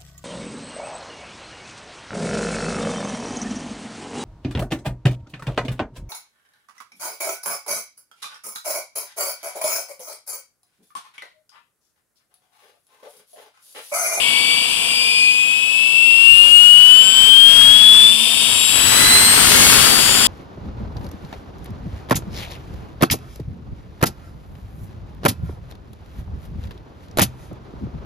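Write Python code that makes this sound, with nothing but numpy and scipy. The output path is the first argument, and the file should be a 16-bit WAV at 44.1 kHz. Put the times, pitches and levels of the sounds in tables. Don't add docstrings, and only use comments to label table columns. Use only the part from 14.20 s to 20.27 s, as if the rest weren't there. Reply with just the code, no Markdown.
import sys
import numpy as np
from scipy import signal
from scipy.fft import rfft, irfft, next_fast_len
from scipy.io import wavfile
from scipy.ndimage import uniform_filter1d

SR = 44100
rng = np.random.default_rng(int(sys.argv[2]) if len(sys.argv) > 2 else 0)


def master(y):
    cut = np.clip(np.atleast_2d(y).T, -1, 1)
    pcm = np.round(cut * 32767)
    wavfile.write(sys.argv[1], SR, pcm.astype(np.int16))


def nominal_scale(level):
    x = np.asarray(level, float) / 20
    return 10 ** x


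N = 267687
SIZE = next_fast_len(N)
TOP_HZ = 15700

# (frequency [Hz], level [dB per Hz])
RUSH_LEFT = [(390.0, -24.5), (990.0, -20), (1680.0, -37.5), (1980.0, -31), (2450.0, -12), (2890.0, 2.5),
             (3400.0, -7), (3940.0, -28.5), (4670.0, -13), (6760.0, -31), (7690.0, -13), (8140.0, -13),
             (10100.0, -16.5), (14300.0, -34)]
RUSH_RIGHT = [(390, -12), (620, -14.5), (740, -8.5), (1300, -18), (2000, -12.5), (2450, -3.5), (3100, -1),
              (3500, -5.5), (4850, -8.5), (5150, -14), (6000, -16.5), (7700, -9), (10000, -24),
              (15300, -58)]
# (frequency [Hz], phase [rad])
RUSH_LEAD = [(0, 0), (420, 1.8), (720, 2.0), (1000, 6.0), (1200, 7.0), (1500, 6.3), (2500, 8.9),
             (3050, 8.5), (3400, 7.1), (3900, 6.9), (4100, 9.4), (6500, 9.2), (7200, 11.8), (15000, 13.6)]
ROAR_LEAD = [(0, 0), (700, 3.0), (1300, 5.3), (1900, 7.6), (2500, 8.9), (3050, 8.5), (3400, 7.1),
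             (3900, 6.9), (4100, 9.4), (5300, 8.2), (6500, 9.4), (7000, 11.3), (12000, 11.8), (15000, 13)]
# (time [s], level [dB])
RUSH = [(0, -10.5), (.75, -13.5), (1.2, -17.5), (1.9, -16), (2.6, -16.5), (3.0, -13.5), (3.85, -12.5),
        (4.2, -10), (4.6, -11.5), (4.95, -24), (5.4, -18.5), (6.07, -12.5)]


def columns(table):
    s, *values = np.transpose(table)
    return [np.interp(np.arange(N) / SR, s, v) for v in values]


def over_hz(table, scale=np.log):
    hz, value = np.transpose(table)
    bins = np.fft.rfftfreq(SIZE, 1 / SR)
    return np.interp(scale(bins + 30), scale(hz + 30), value)


def power_db(*db):
    return 10 * np.log10(sum(nominal_scale(2 * d) for d in db))


def walk(rate):
    k = int(SR / rate)
    held = np.repeat(rng.standard_normal(N // k + 1), k)
    return 1.3 * uniform_filter1d(uniform_filter1d(held, k), k)[:N]


def swells(rows):
    s, length, *db = np.transpose(rows)
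    coarse_s = np.arange(0, N, 64)[:, None] / SR
    bell = nominal_scale(-24 * ((coarse_s - s) / length) ** 2)
    power = np.repeat(nominal_scale(2 * np.array(db)) @ bell.T, 64, axis=1)
    return uniform_filter1d(power, size=64)[:, :N]


def blade_rate():
    s = np.arange(N) / SR
    start_hz, a, b, c = 1117.64, .0835554, .00976419, -.000425597
    return start_hz * np.exp(a * s + b * s ** 2 + c * s ** 3), start_hz


def side_tones(hz, start_hz):
    multiples = (1, 3, 4, 5, 6, 7, 8, 9, 10)
    steady = [-50, -33, -30, -38, -42, -42, -40, -43, -43]
    # (time [s], length [s], left level [dB], right level [dB])
    low_flares = [
        [(2.5, 0.22, -35, -62), (3.0, 0.76, -33, -66), (3.65, 0.31, -32.5, -60), (4.9, 0.24, -20.5, -41),
         (5.45, 0.17, -22.5, -47)],
        [(.25, 0.22, -27, -42), (2.6, 0.83, -34, -54), (4.85, .3, -26, -44), (5.45, 0.23, -26, -19.5),
         (6.0, 0.53, -22.5, -23.5)],
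        [(.3, .25, -21, -33), (.88, 0.29, -20.5, -28.5), (1.5, 0.35, -42, -60), (2.1, 0.28, -44, -48),
         (2.65, .3, -36, -46), (4.62, 0.34, -15.5, -27.5), (5.05, 0.24, -13.5, -18), (5.6, .5, -30, -37)],
        [(.8, 0.64, -40, -53), (2.42, 0.19, -28.5, -35), (2.93, 0.21, -17.5, -28), (3.4, 0.23, -25, -42),
         (3.8, 0.12, -23, -48), (4.3, 0.19, -26, -49), (4.9, 0.35, -35, -28), (5.47, .28, -28, -28)],
    ]
    # (time [s], length [s], left level [dB], right level [dB])
    high_flares = [
        [(1.35, 0.35, -34.5, -47), (2.63, 0.14, -28, -56), (3.4, 0.25, -39, -60), (4.58, 0.31, -27, -47),
         (5.05, .3, -38, -26), (5.5, .3, -32, -31)],
        [(.55, .3, -34, -52), (1.0, 0.17, -33, -49), (1.95, .2, -38, -51), (2.3, 0.23, -26.5, -47),
         (2.8, 0.14, -32, -55), (4.9, 0.19, -47, -36)],
        [(.6, .25, -33, -50), (.95, .2, -35, -52), (1.8, .25, -41, -56), (3.0, .2, -44, -60)],
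        [(.9, 0.14, -47, -58), (2.5, .3, -41, -76), (3.05, .25, -36, -59), (3.5, .3, -43, -62)],
        [(2.4, .35, -45, -70)],
    ]
    # (multiple, level [dB])
    faint = [
        (3.5, -47.5),
        (5.5, -51),
    ]
    shade_db, port_share, growth_db_per_octave = -14, .6, 3
    patchy_db, twinkle_db = 2.5, 7.5
    tones = []
    for k, db, flares in zip(multiples, steady, low_flares + high_flares):
        colour_db = np.array([np.interp(k * hz, *np.transpose(port)) for port in (RUSH_LEFT, RUSH_RIGHT)])
        growth_db = growth_db_per_octave * np.log2(hz / start_hz)
        steady_db = db + port_share * colour_db + growth_db + patchy_db * walk(3.4) + [[0], [shade_db]]
        tones.append((k, *(10 * np.log10(nominal_scale(2 * steady_db) + swells(flares)))))
    for k, db in faint:
        left_db = db + twinkle_db * walk(5.24)
        tones.append((k, left_db, left_db + shade_db))
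    return tones


def whine():
    # (time [s], left level [dB], right level [dB])
    main = [(0, -24, -30), (.22, -15, -23), (.58, -28, -26.5), (.8, -17.5, -24), (1.03, -10.5, -17.5),
            (1.5, -14, -26), (2.05, -4, -22.5), (2.72, -1.5, -23), (2.96, -10.5, -27), (3.12, -3, -23.5),
            (3.85, -4, -13.5), (3.98, -14, -26), (4.3, -21, -26.5), (4.62, -31, -27), (4.95, -41, -9.5),
            (5.4, -20.5, -26.5), (5.58, -16.5, -27), (6.07, -19.5, -26)]
    # (time [s], level [dB])
    shaft = [
        (0, -61),
        (3.25, -62),
        (3.35, -45.5),
        (4.0, -40),
        (4.7, -54),
        (5.0, -55),
        (6.07, -60),
    ]
    lift_db, waver_db = .6, 1.23
    slow_rad, flutter_rad = .12, .14
    hz, start_hz = blade_rate()
    shaft_db, = columns(shaft)
    tones = [(2, *columns(main)), (1 / 8, shaft_db, shaft_db)] + side_tones(hz, start_hz)
    turns = np.cumsum(hz) / SR
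    lead_hz, lead = np.transpose(RUSH_LEAD)
    out = 0
    for k, left_db, right_db in tones:
        phase = 2 * np.pi * (k * turns + rng.random()) + slow_rad * walk(60) + flutter_rad * walk(900)
        pair = np.sin([phase, phase - np.interp(k * hz, lead_hz, lead)])
        side_lift_db = lift_db * (k != 2) * (2 + k) ** 0.25
        level_db = np.array([left_db, right_db]) + side_lift_db + waver_db * walk(40)
        out = out + np.sqrt(2) * pair * nominal_scale(level_db) * (k * hz < TOP_HZ)
    return out


def sputter():
    pops_per_s = 900
    when, size = rng.random((2, N))
    pops = -(1.6 + size) * (when < pops_per_s / SR)
    return pops / pops.std()


def ports(left, right, alike, lead, grit=0.):
    common, own, pops = rfft([*rng.standard_normal((2, N)), sputter()], SIZE)
    grit = np.clip(grit, 0, 1) / (1 + (np.fft.rfftfreq(SIZE, 1 / SR) / 3000) ** 4)
    common = np.sqrt(1 - grit) * common + np.sqrt(grit) * pops
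    share = np.clip(over_hz(alike), 0, 1)
    delayed = common * np.exp(-1j * over_hz(lead, np.abs))
    late = share * delayed + np.sqrt(1 - share ** 2) * own
    pair = irfft([common * nominal_scale(over_hz(left)), late * nominal_scale(over_hz(right))], SIZE)[:, :N]
    return pair / pair.std(axis=1, keepdims=True)


def bounce(x):
    delay_ms, strength, top_hz = 4.2, 0.45, 780
    hz = np.fft.rfftfreq(SIZE, 1 / SR)
    echo = strength * np.exp(-2j * np.pi * hz * delay_ms / 1000) / (1 + (hz / top_hz) ** 4)
    return irfft(rfft(x, SIZE) * (1 + echo), SIZE)[:, :N]


def brighten(x):
    bright_hz, bright_db_per_s = 3653, 1.28
    thin_hz, thin_db_per_s = 2320, -0.3
    s = np.arange(N) / SR - N / SR / 2
    high = signal.sosfilt(signal.butter(4, bright_hz, "high", fs=SR, output="sos"), x)
    low = signal.sosfilt(signal.butter(4, thin_hz, fs=SR, output="sos"), x)
    middle = signal.sosfilt(signal.butter(4, [thin_hz, bright_hz], "band", fs=SR, output="sos"), x)
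    return middle + high * nominal_scale(bright_db_per_s * s) + low * nominal_scale(thin_db_per_s * s)


def intake_rush(swell_db):
    # (frequency [Hz], common share [0-1])
    alike = [(60, 0.9), (500, 0.86), (950, 0.75), (1500, 1), (1900, 0.23), (2500, 0.84), (3000, 0),
             (3500, 1), (3950, 0), (4800, 0.5), (5300, 0.53), (8500, 0.45), (14000, 0.4)]
    closed = [(340, -63)]
    shade_db = -14
    left_db, = columns(RUSH)
    noise = ports(closed + RUSH_LEFT, closed + RUSH_RIGHT, alike, RUSH_LEAD)
    return brighten(bounce(noise)) * nominal_scale(np.array([left_db, left_db + shade_db]) + swell_db)


def roar_db():
    # (time [s], level [dB])
    blowing = [(0, -31.5), (.75, -32.5), (.95, -41), (1.5, -39.5), (1.9, -41), (2.1, -28.5), (3.2, -25.5),
               (3.88, -24), (3.96, -50), (4.1, -29), (4.22, -30), (4.46, -26), (4.56, -17), (4.8, -9),
               (5.1, -11.5), (5.55, -8), (5.7, -11), (6.07, -12.5)]
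    # (time [s], length [s], roar level [dB], thud level [dB])
    gusts = [(1.95, 0.087, -48, -50), (2.13, 0.055, -34, -41), (2.4, 0.11, -28, -53), (2.58, .15, -40, -46),
             (2.7, 0.19, -26, -54), (3.03, 0.089, -22.5, -39), (3.38, 0.16, -20, -40),
             (3.52, 0.18, -20.5, -42), (3.75, 0.18, -22, -47), (4.3, 0.15, -27, -43),
             (4.65, 0.096, -30, -33), (5.3, 0.24, -11.5, -43)]
    gust_db, thud_db = 10 * np.log10(swells(gusts) + 1e-12)
    return power_db(*columns(blowing), gust_db), thud_db


def starter_roar(swell_db):
    # (frequency [Hz], level [dB per Hz])
    left = [(390, -5), (1100, -2.5), (1440, -1.5), (2350, -3.5), (3140, -1), (3770, -6.5), (4650, -4.5),
            (5340, -7.5), (6910, -11), (7800, -4), (10060, -4.5), (12790, -11.5), (15500, -17.5)]
    right = [(390, -3), (1590, -11.5), (2910, -7), (3230, -7), (3900, -5), (4760, -2.5), (5660, -9),
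             (7360, -10), (8200, -10.5), (10590, -8.5), (13000, -30), (15500, -54)]
    # (frequency [Hz], common share [0-1])
    alike = [(60, 0.87), (500, 0.9), (1000, 0.54), (1500, 0.73), (2300, 0.37), (5500, 0.35), (8200, 0.32),
             (9500, 0.21), (14000, 0.64)]
    closed = [(340, -63)]
    shade_db, shade_slope, far_hiss_db = -6.5, 1.19, -46
    flicker_db = .6
    left_db, _ = roar_db()
    right_db = power_db(shade_slope * left_db + shade_db, far_hiss_db)
    noise = ports(closed + left, closed + right, alike, ROAR_LEAD, grit=.9)
    return noise * nominal_scale(np.array([left_db, right_db]) + swell_db + flicker_db * walk(20))


def rumble():
    # (frequency [Hz], level [dB per Hz])
    deep = [(15, -14), (30, 0.5), (60, 7.5), (120, 10), (135, -34.5)]
    bass = [(120, -9.5), (135, 3.5), (180, -3), (230, -1), (280, -2.5), (335, -0.5), (385, 2), (400, -45)]
    # (frequency [Hz], common share [0-1])
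    alike = [(20, .98), (400, .97)]
    deep_slope, deep_under_roar_db = 1.13, -23
    bass_under_roar_db, bass_under_rush_db, bass_lift_db = -20, -32.5, 2.0
    (rush,), (roar, thuds) = columns(RUSH), roar_db()
    deep_db = power_db(deep_slope * roar + deep_under_roar_db, thuds)
    bass_db = power_db(roar + bass_under_roar_db, rush + bass_under_rush_db) + bass_lift_db
    pan_db = 5.5 + 0.15 * roar
    deep_pair = ports(deep, deep, alike, ROAR_LEAD) * nominal_scale(deep_db)
    bass_pair = bounce(ports(bass, bass, alike, ROAR_LEAD)) * nominal_scale(bass_db)
    return (deep_pair + bass_pair) * nominal_scale(np.array([pan_db, -pan_db]) / 2)


def scene():
    swell_db = .3 * walk(8.7)
    return whine() + intake_rush(swell_db) + starter_roar(swell_db) + rumble()


def low_pass(x):
    return signal.sosfilt(signal.butter(12, 15710, fs=SR, output="sos"), x)


def record(dry):
    lopsided, knee = .025, 9.0
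    bent = dry - lopsided * dry ** 2
    flat = bent / (1 + np.abs(bent) ** knee) ** (1 / knee)
    mix = signal.sosfilt(signal.ellip(8, .2, 70, TOP_HZ, fs=SR, output="sos"), flat)
    return low_pass(mix)


dry = scene()
out = record(dry)
master(out)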